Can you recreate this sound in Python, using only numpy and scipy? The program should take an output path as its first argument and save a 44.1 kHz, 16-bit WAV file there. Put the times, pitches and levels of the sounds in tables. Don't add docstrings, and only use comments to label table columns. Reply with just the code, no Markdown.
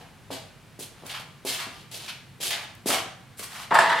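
import sys
import numpy as np
from scipy import signal
from scipy.fft import rfft, irfft
from scipy.io import wavfile

SR = 44100
rng = np.random.default_rng(int(sys.argv[2]) if len(sys.argv) > 2 else 0)


def unload_wav(signal):
    wavfile.write(
        sys.argv[1],
        SR,
        np.round(np.clip(np.atleast_2d(signal).T, -1, 1) * 32767).astype(np.int16),
    )


N = 176400
T = np.arange(N) / SR

# (frequency [Hz], level per Hz [dB])
ROOM_TONE_SPECTRUM = [(20, -24), (36, -17), (52, -4), (75, -12.5), (108, 4), (120, -2.5), (131, 4),
                      (150, 0), (190, -4), (280, -11.5), (500, -16), (900, -17.5), (1500, -17.5),
                      (3200, -21.5), (6000, -29), (11000, -30.5), (16000, -40)]
# (time [s], attack [s], hold [s], level [dB], bass [dB], mid [dB], treble [dB])
FRICTION_STROKES = [(0, 0.00054, 0.0093, -48.5, 17, 6.5, -8), (0.302, 0.011, 0.024, -38, 0, -3, -2),
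                    (0.791, 0.0022, 0.037, -42, 13.5, -3, 8), (.815, 0.012, 0.0055, -39, 8, -23, -14),
                    (0.923, 0.068, 0.11, -55.5, 0, 10.5, -4), (1.047, 0.023, 0.024, -43.5, 10, 4, 2.5),
                    (1.091, 0.016, 0.008, -29, -3.5, -2.5, -8),
                    (1.136, 0.0095, 0.025, -32, -16, 7.5, -10.5), (1.191, 0.0087, 0.0097, -43, 13.5, 5, -2),
                    (1.449, 0.0022, 0.054, -42, 16.5, 2.5, 8.5), (1.459, 0.012, 0.031, -27, -22, -9, -1.5),
                    (1.507, 0.022, 0.023, -32, -9, 0.5, 0), (1.577, 0.014, 0.033, -34, -8.5, 8, -5),
                    (1.709, 0.0059, 0.095, -48, 6, -3, -6.5), (1.91, 0.0084, 0.056, -39, 7, -9, 1.5),
                    (1.993, 0.0045, 0.091, -40, -1, -3, -5), (2.075, .014, 0.007, -28, -20, -2.5, -10),
                    (2.4, 0.025, 0.061, -29, 3, -9.5, 1.5), (2.504, 0.0027, 0.026, -23.5, -4, -1.5, -7.5),
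                    (2.549, 0.024, 0.064, -39, 3, 7, -9.5), (2.856, 0.023, 0.023, -26.5, 3, 0, 6),
                    (2.894, 0.024, 0.027, -22, 7.5, 6.5, -1.5), (2.951, 0.013, 0.036, -30.5, 4, 4, -9),
                    (3.368, 0.029, 0.007, -44.5, -14, 4, 10.5),
                    (3.391, 0.0026, 0.0062, -36.5, -11, 4.5, -6), (3.419, 0.015, 0.007, -39.5, -13, 5.5, 7),
                    (3.465, 0.073, 0.095, -40.5, -6, 7, -1.5)]
# (frequency [Hz], level per Hz [dB])
FRICTION_SPECTRUM = [(100, -10), (220, -13.5), (450, -11), (750, -3), (1200, -5), (1900, -5), (2500, -2),
                     (3050, -0.5), (3600, -2.5), (4500, -3.5), (6200, -7.5), (10500, -6.5), (13000, -11.5),
                     (16000, -22.5)]
# (time [s], level [dB], thud pitch [Hz])
HEEL_HITS = [(0.3029, -29.5, 407), (.305, -20.5, 770), (0.79, -31, 330), (1.024, -36, 860),
             (1.036, -29.5, 635), (1.4495, -22.5, 405), (1.668, -33.5, 227), (2.403, -32.5, 467),
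             (2.859, -16, 334), (2.893, -18, 620), (3.059, -35.5, 257), (3.396, -30.5, 460)]
# (frequency [Hz], level per Hz [dB])
FLOOR_SPECTRUM = [(120, -22), (220, -8), (400, -6), (650, -7), (1200, -21)]
# (time [s], level [dB], low cut [Hz])
GRIT_TICKS = [(1.0664, -23, 5000), (2.5076, -18, 2500), (2.512, -18.5, 1200), (2.752, -33.5, 5000)]
# (time [s], level [dB])
SLIDE_LEVELS = [(3.706, -28.5), (3.715, -31.5), (3.75, -31), (3.82, -26), (3.88, -23.5), (3.92, -22),
                (3.96, -25.5), (4.0, -26)]
# (time [s], level [dB], contact brightness [Hz], hub clank offset [dB])
PLATE_KNOCKS = [(3.7112, -3, 1220, -23), (3.723, -4.5, 1210, -12), (3.742, -7, 13800, -22),
                (3.7516, -1.5, 2880, -10), (3.7616, -13.5, 1980, 5), (3.7878, -2.5, 9400, 1.5),
                (3.799, -15.5, 7000, 4.5)]
# (frequency [Hz], level [dB], t60 [s])
PLATE_BAR_MODES = [(667.8, -31.5, 2.3), (866, -31.5, .3), (891, -25.5, .35), (931, -27, .6),
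                   (973, -23.5, .3), (1004, -31.5, .35), (1097, -33, .2), (1145, -35, .4), (1245, -33, .5),
                   (1322, -40, .4), (1432, -39, .6), (1586, -33, .3), (1669, -42, .4), (1747, -26.5, .3),
                   (1808, -33, .45), (1872, -37, .45), (1991, -33.5, .7), (2034, -38, .5)]
# (frequency [Hz], level [dB], t60 [s])
SLEEVE_RINGS = [(2770, -35, 0.25), (3550, -38, .35), (4700, -34, .12), (7400, -34, .09), (7730, -35, 0.18),
                (8800, -40, .07), (11220, -31, 0.093)]
# (frequency [Hz], level [dB], time to peak [s])
HUB_PARTIALS = [(930, -4, 0.0017), (1716, -6, 0.0019)]
STEEL_CLUSTERS = [4550, 4970, 5230, 5800, 6350, 7160, 7640, 8640, 8800, 9200, 11000, 11600, 12200]
# (frequency [Hz], level per Hz [dB])
RASP_SPECTRUM = [(60, -50), (170, -11.5), (300, -17), (520, -8.5), (680, -26), (790, 0.5), (950, 0),
                 (1350, -3), (1900, 1), (2250, -11), (2800, -8.5), (3600, -7.5), (5000, -18.5), (6200, -20),
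                 (7800, -17), (11500, -15.5), (16000, -16)]
# (frequency [Hz], level per Hz [dB])
JANGLE_SPECTRUM = [(60, -60), (170, -12), (300, -16), (550, -12.5), (700, 0), (790, -7), (950, 2),
                   (1400, -5.5), (1850, -11), (2250, -10.5), (3500, -17.5), (5000, -18.5), (6200, -28),
                   (8000, -20.5), (11500, -27), (16000, -36)]
# (time [s], level [dB])
EDGE_CRACKS = [(3.7473, -27), (3.7865, -25)]
# (time [s], level [dB])
WALKER_SEND = [(.35, 2), (.80, -3.5), (1.15, -5.5), (1.55, -0.5), (2.10, -3.5), (2.5, -3), (2.9, -4.5),
               (3.5, -3)]
# (frequency [Hz], t60 [s])
ROOM_DECAY = [(150, 0.05), (400, 0.51), (1000, 0.61), (2800, 0.5), (7000, 0.44), (14000, 0.24)]
# (frequency [Hz], left-right correlation [ratio])
STEREO_CORRELATION = [(30, 0.65), (100, 0.86), (600, 0.81), (1400, 0.84), (2800, 0.84), (5600, 0.69),
                      (10000, 0.29), (14000, 0.23)]

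GRIT_PER_S = 700


def from_db(db):
    return 10 ** (np.asarray(db) / 20)


def at_hz(points, hz):
    freqs, values = np.transpose(points)
    return np.interp(np.log(np.maximum(hz, 1)), np.log(freqs), values)


def noise(spectrum, size):
    hz = np.arange(size // 2 + 1) * SR / size
    mid, side = rfft(rng.standard_normal((2, size))) * from_db(at_hz(spectrum, hz))
    alike = np.clip(at_hz(STEREO_CORRELATION, hz), -1, 1)
    x = irfft(np.sqrt(1 + alike) * mid + np.sqrt(1 - alike) * side * [[1], [-1]], size)
    return x / x.std()


def add(out, s, x):
    i = int(s * SR)
    out[..., i:i + x.shape[-1]] += x[..., :max(N - i, 0)]


def ring(drive, hz, t60):
    r, w = from_db(-60 / (t60 * SR)), 2 * np.pi * hz / SR
    return signal.lfilter([0, np.sin(w)], [1, -2 * r * np.cos(w), r * r], drive + 1e-18)


def swell(t, peak_s):
    return t / peak_s * np.exp(1 - t / peak_s)


def cut(x, hz, kind, order=2):
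    return signal.sosfilt(signal.butter(order, min(hz, SR * .45), kind, fs=SR, output="sos"), x)


def grip(depth_db, size, per_s):
    return from_db(depth_db * np.interp(T[:size] * per_s, np.arange(size), rng.standard_normal(size)))


def room_tone(level_db=-50.5):
    return from_db(level_db) * noise(ROOM_TONE_SPECTRUM, N)


def scuffs_and_rustle(release_s=0.019, trim_db=-2):
    out, size = np.zeros((2, N)), SR // 2
    t, hz = T[:size], np.arange(size // 2 + 1) * SR / size
    for s, attack, hold, db, bass, mid, treble in FRICTION_STROKES:
        eq_db = at_hz([(400, bass), (1150, mid), (3200, 0), (8500, treble)], hz)
        rub = irfft(rfft(noise(FRICTION_SPECTRUM, size)) * from_db(eq_db), size)
        judder = grip(2.5, size, per_s=140)
        judder /= np.sqrt(np.mean(judder ** 2))
        rub += cut(rub, 5500, "low", order=1) * (judder - 1)
        envelope = np.minimum(t / attack, 1) * np.exp(-np.maximum(t - attack - hold, 0) / release_s)
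        add(out, s, from_db(db + trim_db) * envelope * grip(2.5, size, GRIT_PER_S) * rub)
    return cut(out, 140, "high")


def heel_thuds(t60_cycles=3.14, attack_s=0.0002, boom_db=-19):
    out, t = np.zeros((2, N)), T[:SR // 10]
    for s, db, hz in HEEL_HITS:
        envelope = from_db(-60 * t * hz / t60_cycles) * (1 - np.exp(-t / attack_s))
        thud = envelope * np.sin(2 * np.pi * hz * t)
        boom = from_db(boom_db) * swell(t, peak_s=0.0099) * noise(FLOOR_SPECTRUM, len(t))
        add(out, s, from_db(db) * (thud + boom))
    dulled = cut(out, 1100, "low")
    return 2 * cut(dulled, 170, "high", order=4)


def grit_ticks(decay_s=0.0004):
    out, t = np.zeros((2, N)), T[:SR // 20]
    for s, db, low_cut_hz in GRIT_TICKS:
        snap = rng.standard_normal((2, len(t))) * np.exp(-t / decay_s)
        add(out, s, from_db(db) * cut(snap, low_cut_hz, "high"))
    return out


def slide_envelope(attack_s=0.0042):
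    fade_in = np.clip((T - SLIDE_LEVELS[0][0]) / attack_s, 0, 1)
    return from_db(np.interp(T, *np.transpose(SLIDE_LEVELS))) * fade_in


def plate_on_bar(catches_per_s=1300, rub_db=-12, strike_spread_db=1, ring_trim_db=-0.5):
    out, t = np.zeros(N), T[:SR // 20]
    click = signal.unit_impulse(len(t))
    contacts = [(s, from_db(db) * cut(click, hz, "low")) for s, db, hz, _ in PLATE_KNOCKS]
    catches = (rng.random(N) < catches_per_s / SR) * rng.standard_normal(N)
    rub = cut(catches / catches.std(), 3260, "low") * slide_envelope() * from_db(rub_db)
    for hz, db, t60 in PLATE_BAR_MODES + SLEEVE_RINGS:
        drive = rub.copy()
        for s, contact in contacts:
            strength = from_db(strike_spread_db * rng.standard_normal())
            add(drive, s, contact * strength * rng.choice([-1, 1]))
        out += from_db(db + ring_trim_db) * ring(drive, hz, t60)
    clank = sum(from_db(db) * swell(t, peak_s) * np.sin(2 * np.pi * hz * t)
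                for hz, db, peak_s in HUB_PARTIALS)
    for s, db, _, clank_db in PLATE_KNOCKS:
        add(out, s, from_db(db + clank_db) * clank)
    return cut(out, 350, "high")


def steel_noise(spectrum, size, width_hz=70, boost_db=8.5, shelf_db=-2):
    hz = np.arange(size // 2 + 1) * SR / size
    ridges = sum(np.exp(-((hz - centre) / width_hz) ** 2) for centre in STEEL_CLUSTERS)
    eq_db = boost_db * ridges + shelf_db * (hz > STEEL_CLUSTERS[0] - width_hz)
    return irfft(rfft(noise(spectrum, size)) * from_db(eq_db), size)


def rasp_and_jangle(wash_db=-13.5, attack_s=0.0015, t60_s=0.31):
    rasp = cut(steel_noise(RASP_SPECTRUM, N), 5170, "low")
    out = rasp * slide_envelope() * grip(2, N, GRIT_PER_S)
    t = T[:SR // 2]
    for s, db, bright_hz, _ in PLATE_KNOCKS:
        wash = cut(steel_noise(JANGLE_SPECTRUM, len(t)), bright_hz, "low")
        envelope = np.minimum(t / attack_s, 1) * from_db(-60 * t / t60_s)
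        add(out, s, from_db(db + wash_db) * envelope * wash)
    return cut(out, 110, "high")


def edge_cracks(decay_s=0.0075):
    out, t = np.zeros((2, N)), T[:SR // 10]
    for s, db in EDGE_CRACKS:
        burst = cut(noise(JANGLE_SPECTRUM, len(t)), 2200, "high", order=4)
        add(out, s, from_db(db) * burst / burst.std() * np.exp(-t / decay_s))
    return out


def room_reverb(send, predelay_s=0.0026, build_s=0.0039):
    t, white = T[:SR], rfft(noise([(20, 0), (20000, 0)], SR))
    hz = np.arange(white.shape[1])
    band = np.round(2 * np.log2(np.maximum(hz, 100)))
    tail = sum(irfft(white * (band == k), SR) * from_db(-60 * t / at_hz(ROOM_DECAY, 2 ** (k / 2)))
               for k in np.unique(band))
    tail *= np.clip((t - predelay_s) / build_s, 0, 1)
    tail /= np.sqrt(np.sum(tail ** 2) / 2)
    return signal.fftconvolve(send, tail, axes=1)[:, :N]


def scene():
    walker_db = np.interp(T, *np.transpose(WALKER_SEND))
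    layers = [(heel_thuds(), walker_db - 3.5),  # (sound, reverb send [dB])
              (scuffs_and_rustle(), walker_db),
              (grit_ticks(), -6),
              (plate_on_bar() + edge_cracks(), -6.5)]
    direct = sum(sound for sound, _ in layers)
    send = sum(from_db(db) * sound for sound, db in layers)
    return direct + room_reverb(send) + rasp_and_jangle() + room_tone()


def record(dry, cutoff_hz=15800):
    low_pass = signal.ellip(10, .1, 80, cutoff_hz, fs=SR, output="sos")
    return signal.sosfilt(low_pass, np.clip(dry, -1, 1))


dry = scene()
out = record(dry)
unload_wav(out)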